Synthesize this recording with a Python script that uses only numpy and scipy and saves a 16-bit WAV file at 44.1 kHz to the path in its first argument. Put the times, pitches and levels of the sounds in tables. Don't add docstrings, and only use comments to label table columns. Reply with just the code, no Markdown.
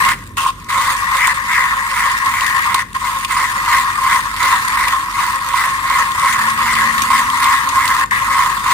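import sys
import numpy as np
from scipy import signal
from scipy.fft import rfft, irfft
from scipy.io import wavfile
from scipy.ndimage import uniform_filter1d, map_coordinates

SR = 44100
rng = np.random.default_rng(int(sys.argv[2]) if len(sys.argv) > 2 else 0)


def undo_db(level):
    steps = np.asarray(level, float) / 20
    return 10 ** steps


def store_wav(level_fs):
    pcm = np.round(np.clip(np.atleast_2d(level_fs), -1, 1) * 32767)
    wavfile.write(sys.argv[1], SR, pcm.T.astype(np.int16))


N = 384993
T_S = np.arange(N) / SR
SIDES = np.array([[.5], [-.5]])

# freq_hz, level_db_per_hz
RUMBLE = [(15, -34), (25, -12), (70, -4.5), (139, -7), (171, -9), (226, -11), (295, -13.5), (436, -20.5),
          (508, -23), (700, -31), (910, -76), (1540, -120)]
# time_s, level_db
RUMBLE_LEVEL = [(0.0, -35), (0.17, -37.5), (1.34, -42), (4.84, -38.5), (4.89, -43.5), (6.95, -35),
                (7.49, -40), (8.73, -37.5)]
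# freq_hz, likeness_0_to_1
LIKENESS = [(40, 0.78), (200, 0.94), (400, 0.68), (700, 0.25)]
# freq_hz, level_db_per_hz
HISS_COLOUR = [(400, -14), (900, -2), (2500, -1), (8000, 0), (15000, 0)]
# freq_hz, width_hz, level_db
COMPRESSOR = [(46.6, 2.3, -43.5), (96.4, 3.6, -48.5), (195, 6.5, -55)]
# start_s, end_s, start_hz, end_hz, level_db
ENGINES = [
    (1.05, 1.803, 187.5, 223, -48.5),
    (1.981, 2.6, 260, 265, -48),
    (2.603, 3.103, 191, 200, -47.5),
    (3.297, 3.965, 307, 366, -50.5),
    (4.405, 5.407, 254, 347.6, -48.5),
    (6.276, 7.285, 222, 233, -35.5),
    (6.942, 7.64, 261, 264, -40.5),
    (7.55, 8, 268, 273.5, -41),
]
# push_s, crackle_db, cup_db, slack_share_of_turn, slack_easing_db
TURNS_OF_CRANK = [(.11, -25.5, -18, 0.85, -1.5), (.455, -26.5, -31, 0.15, -10.5),
                  (.86, -25.5, -21, 0.58, -4.5), (1.24, -27, -15.5, 0.64, -7),
                  (1.559, -28.7, -17, 0.65, -5), (2.0, -28.5, -20, 0.64, -2), (2.4, -28, -20, 0.74, -1),
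                  (2.75, -30, -21.5, 0.84, -2.5), (3.07, -29.5, -25, 0.17, -3.5),
                  (3.42, -27.5, -22, 0.52, -5), (3.75, -25, -19, 0.48, -7.5),
                  (4.13, -25.5, -18.5, 0.49, -9.5), (4.47, -25.5, -20, 0.62, -3.5),
                  (4.85, -26.9, -19.5, 0.59, -9.5), (5.23, -29, -23, 0.49, -6),
                  (5.61, -27, -22, 0.58, -5.5), (5.95, -27.5, -19.5, 0.51, -5.5),
                  (6.31, -26.5, -19.5, 0.59, -3.5), (6.72, -26.5, -20, 0.67, -2),
                  (7.17, -24.5, -20, 0.41, -5.5), (7.501, -25.5, -18, 0.5, -5),
                  (7.88, -26.5, -21, 0.57, -3.5), (8.42, -27, -22, 0.62, -7), (8.73, -25.5, -21.5, .5, 9)]
# start_s, end_s, start_crackle_db, end_crackle_db, restart_cup_lurch_db
CRANK_STALLS = [
    (0.136, 0.368, -43, -53, -1),
    (0.504, 0.687, -48, -48, 6),
    (1.326, 1.341, -45, -40, -6),
    (2.823, 2.942, -52, -46.5, 0),
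    (2.969, 3.009, -42, -33, -6),
    (3.248, 3.293, -52, -30, -0.5),
    (8.039, 8.108, -56, -46, 11.5),
]
# time_s, peak_db
BURR_JOLTS = [(0.461, 8), (0.697, -6), (0.963, -24), (1.276, 9), (2.335, 2), (2.415, 1), (2.745, 10),
              (2.949, -10), (3.366, 5), (3.677, 5.5), (4.062, 5.5), (4.771, 7), (4.87, 4), (5.539, 8.5),
              (5.677, 2), (5.901, 7.5), (6.245, 9), (6.38, -3), (7.028, -10), (7.102, 11), (7.454, 1.5),
              (8.118, 3.5), (8.66, 5.5), (8.701, 6.5)]
# time_s, peak_db, ring_hz, left_right_db
BEAN_SNAPS = [(0.05, -11, 2850, -2), (0.0876, -8, 2500, -2), (0.37, -25, 2710, 4), (0.694, -22, 4000, 0.0),
              (1.1687, -12, 2830, -1), (1.2716, -6, 8340, 1), (2.177, -17, 3530, 2), (2.261, -12, 4510, 0),
              (2.4082, -10, 2780, 4), (2.4645, -12, 6030, 4), (2.744, -4.5, 3900, -1),
              (3.248, -10.5, 2820, 2), (3.3205, -17, 8200, -4), (3.726, -17.5, 3470, -9),
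              (4.4288, -10, 3820, -0.5), (4.8815, -9, 2490, 2), (5.8988, -13, 3700, 0),
              (6.1954, -14.5, 8650, 2), (6.241, -17, 3660, -3), (6.327, -13, 2670, -7),
              (6.5008, -17, 3520, 1), (6.7527, -11, 2940, 0), (6.981, -11, 3770, -3),
              (7.0197, -6.5, 6150, 1), (7.442, -10, 3700, 0.5), (7.551, -18, 3720, 9),
              (7.6893, -14, 6800, 8), (7.855, -10.5, 8150, -5), (7.8777, -7, 4280, 1),
              (8.11, -18.5, 8770, 4)]
# time_s, peak_db, ring_hz, left_right_db
CRUMB_TICKS = [(0.1894, -27, 6960, 0.0), (0.239, -26, 9000, -5), (0.2664, -27, 8380, -5),
               (0.2743, -24, 7390, -4), (0.293, -33, 6700, -0.5), (0.3197, -36, 8820, -4),
               (0.381, -11, 9450, 0), (0.6, -26, 6590, 0), (0.6444, -27, 6040, 10), (1.151, -21, 3370, 0),
               (2.248, -12, 8410, 0.5), (2.931, -17, 8100, 2.5), (2.9495, -17, 2760, -2),
               (3.3037, -19, 2610, -6), (4.364, -13, 3720, -4), (4.6823, -10.5, 9000, 11),
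               (5.358, -13, 8500, 5), (5.488, -9, 8510, 3), (5.5348, -11, 3600, -6), (6.118, -16, 3470, 16),
               (6.4827, -19, 8840, -1), (7.3008, -11, 3190, 10), (8.0594, -21, 7050, 5)]
# freq_hz, width_hz, left_db, right_db
BODY_MODES = [(780, 13, -29.5, -18), (959, 80, -6, -7), (1075.8, 30, 3.5, 2.5), (1182.5, 65, -2, -8),
              (1267, 233, -12.5, -8)]
# freq_hz, width_hz, left_db, right_db
LID_MODE = [(542, 33, -32.5, -27.5)]
# freq_hz, width_hz, left_db, right_db
WALL_MODES = [(1460, 270, -7, -16), (1620, 200, -10, -26), (1710, 100, -13, -14), (2670, 150, -25, -30)]
# freq_hz, level_db_per_hz
CRACKLE_COLOUR = [(1470, -16), (2500, -0.5), (3100, -4), (3660, -1), (3950, -4.5), (4570, -4.5),
                  (5700, -8.5), (7110, -5.5), (7800, -7.5), (8680, -3), (10700, -11), (14900, -14.5),
                  (15500, -6.5)]
# freq_hz, left_right_db
CRACKLE_BALANCE = [(2500, 2), (5500, 1), (7200, 3), (8600, -2.5), (15000, .5)]


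def evened(x):
    return x / np.sqrt(np.mean(x ** 2) + 1e-20)


def read(points, hz):
    point_hz, value = np.transpose(points)
    return np.interp(np.log(hz + 1), np.log(point_hz + 1), value)


def coloured(x, gain_db):
    return irfft(rfft(x) * undo_db(gain_db), x.shape[-1])


def mode(x, hz, width_hz):
    r = np.exp(-np.pi * width_hz / SR)
    turn = np.exp(2j * np.pi * hz / SR)
    return 2 * signal.lfilter([1 - r], [1, -r * turn], x).real


def lumps(per_s):
    span = int(SR / per_s)
    smooth = uniform_filter1d(rng.standard_normal(N), span)
    return evened(uniform_filter1d(smooth, span))


def room_rumble():
    hz = np.fft.rfftfreq(N, 1 / SR)
    left, apart = rfft(rng.standard_normal((2, N)))
    same = np.clip(read(LIKENESS, hz), 0, 1)
    pair = np.array([left, same * left + np.sqrt(1 - same ** 2) * apart])
    rumble = evened(irfft(pair * undo_db(read(RUMBLE, hz)), N))
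    level_db = np.interp(T_S, *np.transpose(RUMBLE_LEVEL)) - 0.5
    hiss = evened(coloured(rng.standard_normal((2, N)), read(HISS_COLOUR, hz)))
    return rumble * undo_db(level_db) + undo_db(-59.5) * hiss


def compressor_hum():
    hum = np.zeros(N)
    for hz, width_hz, level_db in COMPRESSOR:
        waver = evened(mode(rng.standard_normal(N), hz, width_hz))
        hum += undo_db(level_db) * evened(np.sin(2 * np.pi * hz * T_S) + 0.2 * waver)
    return hum


def distant_engines():
    engines = np.zeros((2, N))
    waver_hz, flutter_db = 2.46 * lumps(7.6), 2.1 * lumps(41)
    port_phase_rad = np.array([[0], [.6]])
    for start_s, end_s, start_hz, end_hz, level_db in ENGINES:
        way = np.clip((T_S - start_s) / (end_s - start_s), 0, 1)
        turns = np.cumsum(start_hz + (end_hz - start_hz) * way + waver_hz) / SR
        swell = undo_db(level_db + flutter_db) * np.sin(np.pi * way) ** 0.47
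        engines += swell * np.sin(2 * np.pi * turns + port_phase_rad)
    return engines


def swing(angle, size_of, top_turn):
    return size_of * np.cos(2 * np.pi * (angle - top_turn))


def crank():
    edge_turn_s = 0.16
    ring_at_db, ring_db, ring_follows = -31.5, 12, 0.81
    stop_s, start_s = .013, .004
    push_s, push_db, near_db, share, ease_db = np.transpose(TURNS_OF_CRANK)
    turn_s = np.diff(push_s, append=push_s[-1] + edge_turn_s)
    slack_s = push_s + np.clip(share, .15, .85) * turn_s
    knots_s = np.append(push_s[0] - edge_turn_s / 2, np.ravel([push_s, slack_s], order="F"))
    angle = np.interp(T_S, knots_s, (np.arange(len(knots_s)) - 1) / 2)
    turn = np.arange(len(push_s))

    slack = (1 - np.cos(2 * np.pi * angle)) / 2
    eased_db = np.interp(angle, turn + .5, ease_db)
    force_db = np.interp(angle, turn, push_db) + eased_db * slack
    body_db = ring_at_db + ring_db + ring_follows * (force_db - ring_at_db) + 1.5 * lumps(33)
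    body_db = body_db + swing(angle, 0.18, -0.096)
    cup_slack = (.5 - swing(angle, .5, -0.013)) ** 0.63
    cup_db = np.interp(angle, turn, near_db) + (1.5 + 1.38 * eased_db) * cup_slack

    for start, end, start_db, end_db, lurch_db in CRANK_STALLS:
        cup_db = cup_db + lurch_db * (T_S > end) * np.exp(-abs(T_S - end) / 0.059)
        held_s = [start, start + stop_s, end - start_s / 2, end + start_s / 2]
        held = np.interp(T_S, held_s, [0, 1, 1, 0])
        left_db = np.interp(T_S, [start, end], [start_db, end_db])
        force_db = force_db + held * (left_db - force_db)
        body_db = body_db + held * (left_db + 8 - body_db)
        cup_db = cup_db + held * (left_db + 3 - cup_db)
    return angle, force_db, body_db, cup_db


def cracks(per_s, spread_db):
    size = undo_db(spread_db * np.minimum(rng.exponential(1, N), 5)) * rng.choice([-1, 1], N)
    clumps = undo_db(0.5 * lumps(22) + 0.32 * lumps(160))
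    return evened(size * (rng.random(N) < per_s / SR) * clumps)


def placed(times_s, db):
    train = np.zeros(N)
    train[np.minimum((times_s * SR).astype(int), N - 1)] = undo_db(db)
    return train


def ring(x, modes):
    rung = 0
    for k, (hz, width_hz, left_db, right_db) in enumerate(modes):
        rung = rung + (-1) ** k * undo_db(np.array([[left_db], [right_db]])) * mode(x, hz, width_hz)
    return rung


def gliding(x, hz, width_hz):
    turn = np.exp(2j * np.pi * np.cumsum(hz) / SR)
    r = np.exp(-np.pi * width_hz / SR)
    return 2 * (turn * signal.lfilter([1 - r], [1, -r], x / turn)).real


def delay_right(pair, lag_samples):
    pair[1] = map_coordinates(pair[1], [np.arange(N) - lag_samples], order=3)
    return pair


def shaded(x, patchy_db):
    z = signal.stft(x, nperseg=256, noverlap=128)[2]
    patches = rng.standard_normal(z.shape)
    patches = uniform_filter1d(uniform_filter1d(patches, size=4, axis=1), size=10, axis=2)
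    patches = evened(uniform_filter1d(patches, size=8, axis=2))
    patched = signal.istft(z * undo_db(patchy_db * patches), nperseg=256, noverlap=128)[1]
    return evened(patched[:, :N]) * np.std(x)


def metal_body(push, angle):
    jolts = np.array(BURR_JOLTS)
    shoves = 45 * mode(placed(jolts[:, 0], jolts[:, 1]), 860, 370)
    bass_cut = signal.butter(3, 760, "high", fs=SR, output="sos")
    body = signal.sosfilt(bass_cut, ring(push + shoves, BODY_MODES))
    rattle = ring(push * undo_db(3.6 * lumps(28.0)), LID_MODE)
    body += mode(rattle, LID_MODE[0][0], 91)
    body = delay_right(body, 1.6 + swing(angle, 2.3, 0.39))
    return body * undo_db(swing(angle, 1.8, 0.47) * SIDES)


def grounds_cup(drive, angle):
    walls = ring(drive * undo_db(swing(angle, 2.5, 0.15)), WALL_MODES) * 2 * SIDES
    mouth_hz = 1960 + swing(angle, 111, -0.15)
    mouth = undo_db(np.array([[4], [0.2]])) * gliding(gliding(drive, mouth_hz, 316), mouth_hz, 525)
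    mouth = signal.sosfilt(signal.butter(2, 2140, fs=SR, output="sos"), mouth)
    mouth = delay_right(mouth, 7.24 + swing(angle, 5.8, 0.45))
    return mouth * undo_db(swing(angle, 2.5, 0.17) * SIDES) - walls


def crackle_gain_db(count):
    hz = np.fft.rfftfreq(count, 1 / SR)
    return read(CRACKLE_COLOUR, hz) + SIDES * read(CRACKLE_BALANCE, hz)


def airborne_crackle(grit, force_db):
    scatter = np.sqrt(signal.lfilter([1], [1, -undo_db(-120 / (0.019 * SR))], grit ** 2))
    crackle = coloured(scatter * rng.standard_normal((2, N)), crackle_gain_db(N))
    crackle = shaded(evened(crackle), 3.16) * undo_db(force_db + 3.5)
    loose = np.interp(T_S, [.367, .4395, .512], [.5, 1, .5], 0, 0)
    return crackle + undo_db(7.5) * loose * mode(crackle, 2730, 330)


def bursts(events, t60_s, ring_db):
    size, lead = 1024, 64
    out = np.zeros((2, N + size))
    decay = undo_db(-60 * np.arange(size) / SR / t60_s)
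    bins_hz = np.fft.rfftfreq(size, 1 / SR)
    for time_s, peak_db, hz, pan_db in events:
        raw = np.roll(rng.standard_normal((2, size)) * decay, lead, -1)
        peak = ring_db / (1 + ((bins_hz - hz) / 450) ** 2)
        burst = coloured(raw, crackle_gain_db(size) + peak)
        at = max(round(time_s * SR) - lead, 0)
        out[:, at:at + size] += burst / abs(burst).max() * undo_db(peak_db + pan_db * SIDES)
    return out[:, :N]


def grinder():
    angle, force_db, body_db, cup_db = crank()
    grit, snaps = cracks(3500, 2.85), np.array(BEAN_SNAPS)
    stuck = uniform_filter1d(placed(np.array(BURR_JOLTS)[:, 0], 0), size=500, origin=-240) * 500
    grit = grit * undo_db(-4 * uniform_filter1d(np.minimum(stuck, 1), size=60))
    blows = 5 * placed(snaps[:, 0], snaps[:, 1])
    scale = np.sqrt(np.mean(ring(grit, BODY_MODES) ** 2))
    body = metal_body(grit * undo_db(body_db) / scale + blows, angle)
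    cup_grit = np.array([grit, 0.7 * grit + 0.43 * cracks(3500, 0.9)])
    cup = grounds_cup(cup_grit * undo_db(cup_db - 2.5) / scale + 0.71 * blows, angle)
    snapping = bursts(BEAN_SNAPS, 0.032, 8.2) * undo_db(4.5)
    ticking = bursts(CRUMB_TICKS, 0.016, 10)
    return shaded(body + cup, 2.08) + airborne_crackle(grit, force_db) + snapping + ticking


def kitchen(x):
    count, gap = SR // 2, 20
    taps = np.zeros((2, count))
    at = np.arange(200, count - gap, gap) + rng.integers(0, gap, (2, (count - 201) // gap))
    np.put_along_axis(taps, at, rng.choice([-1., 1.], at.shape), 1)
    hz, t, z = signal.stft(taps, SR, nperseg=256)
    t60_s = read([(500, 0.26), (4000, 0.28), (12000, 0.25)], hz)[:, None]
    tail = signal.istft(z * undo_db(-60 * t / t60_s), SR, nperseg=256)[1]
    return signal.fftconvolve(x, tail / np.linalg.norm(tail[0]), axes=1)[:, :N]


def scene():
    background = room_rumble() + compressor_hum() + distant_engines()
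    near = grinder()
    return near + undo_db(-14) * kitchen(near) + background


def top_cut(x):
    return signal.sosfilt(signal.butter(12, 16210, fs=SR, output="sos"), x)


def record(dry):
    cut = signal.sosfilt(signal.butter(4, 38, "high", fs=SR, output="sos"), dry)
    limited = np.tanh(1.2 * cut) * .98
    lowpass = signal.firwin(255, 15480, window=("kaiser", 8), fs=SR)
    mix = signal.oaconvolve(limited, lowpass[None], "same")
    return top_cut(mix)


dry = scene()
out = record(dry)
store_wav(out)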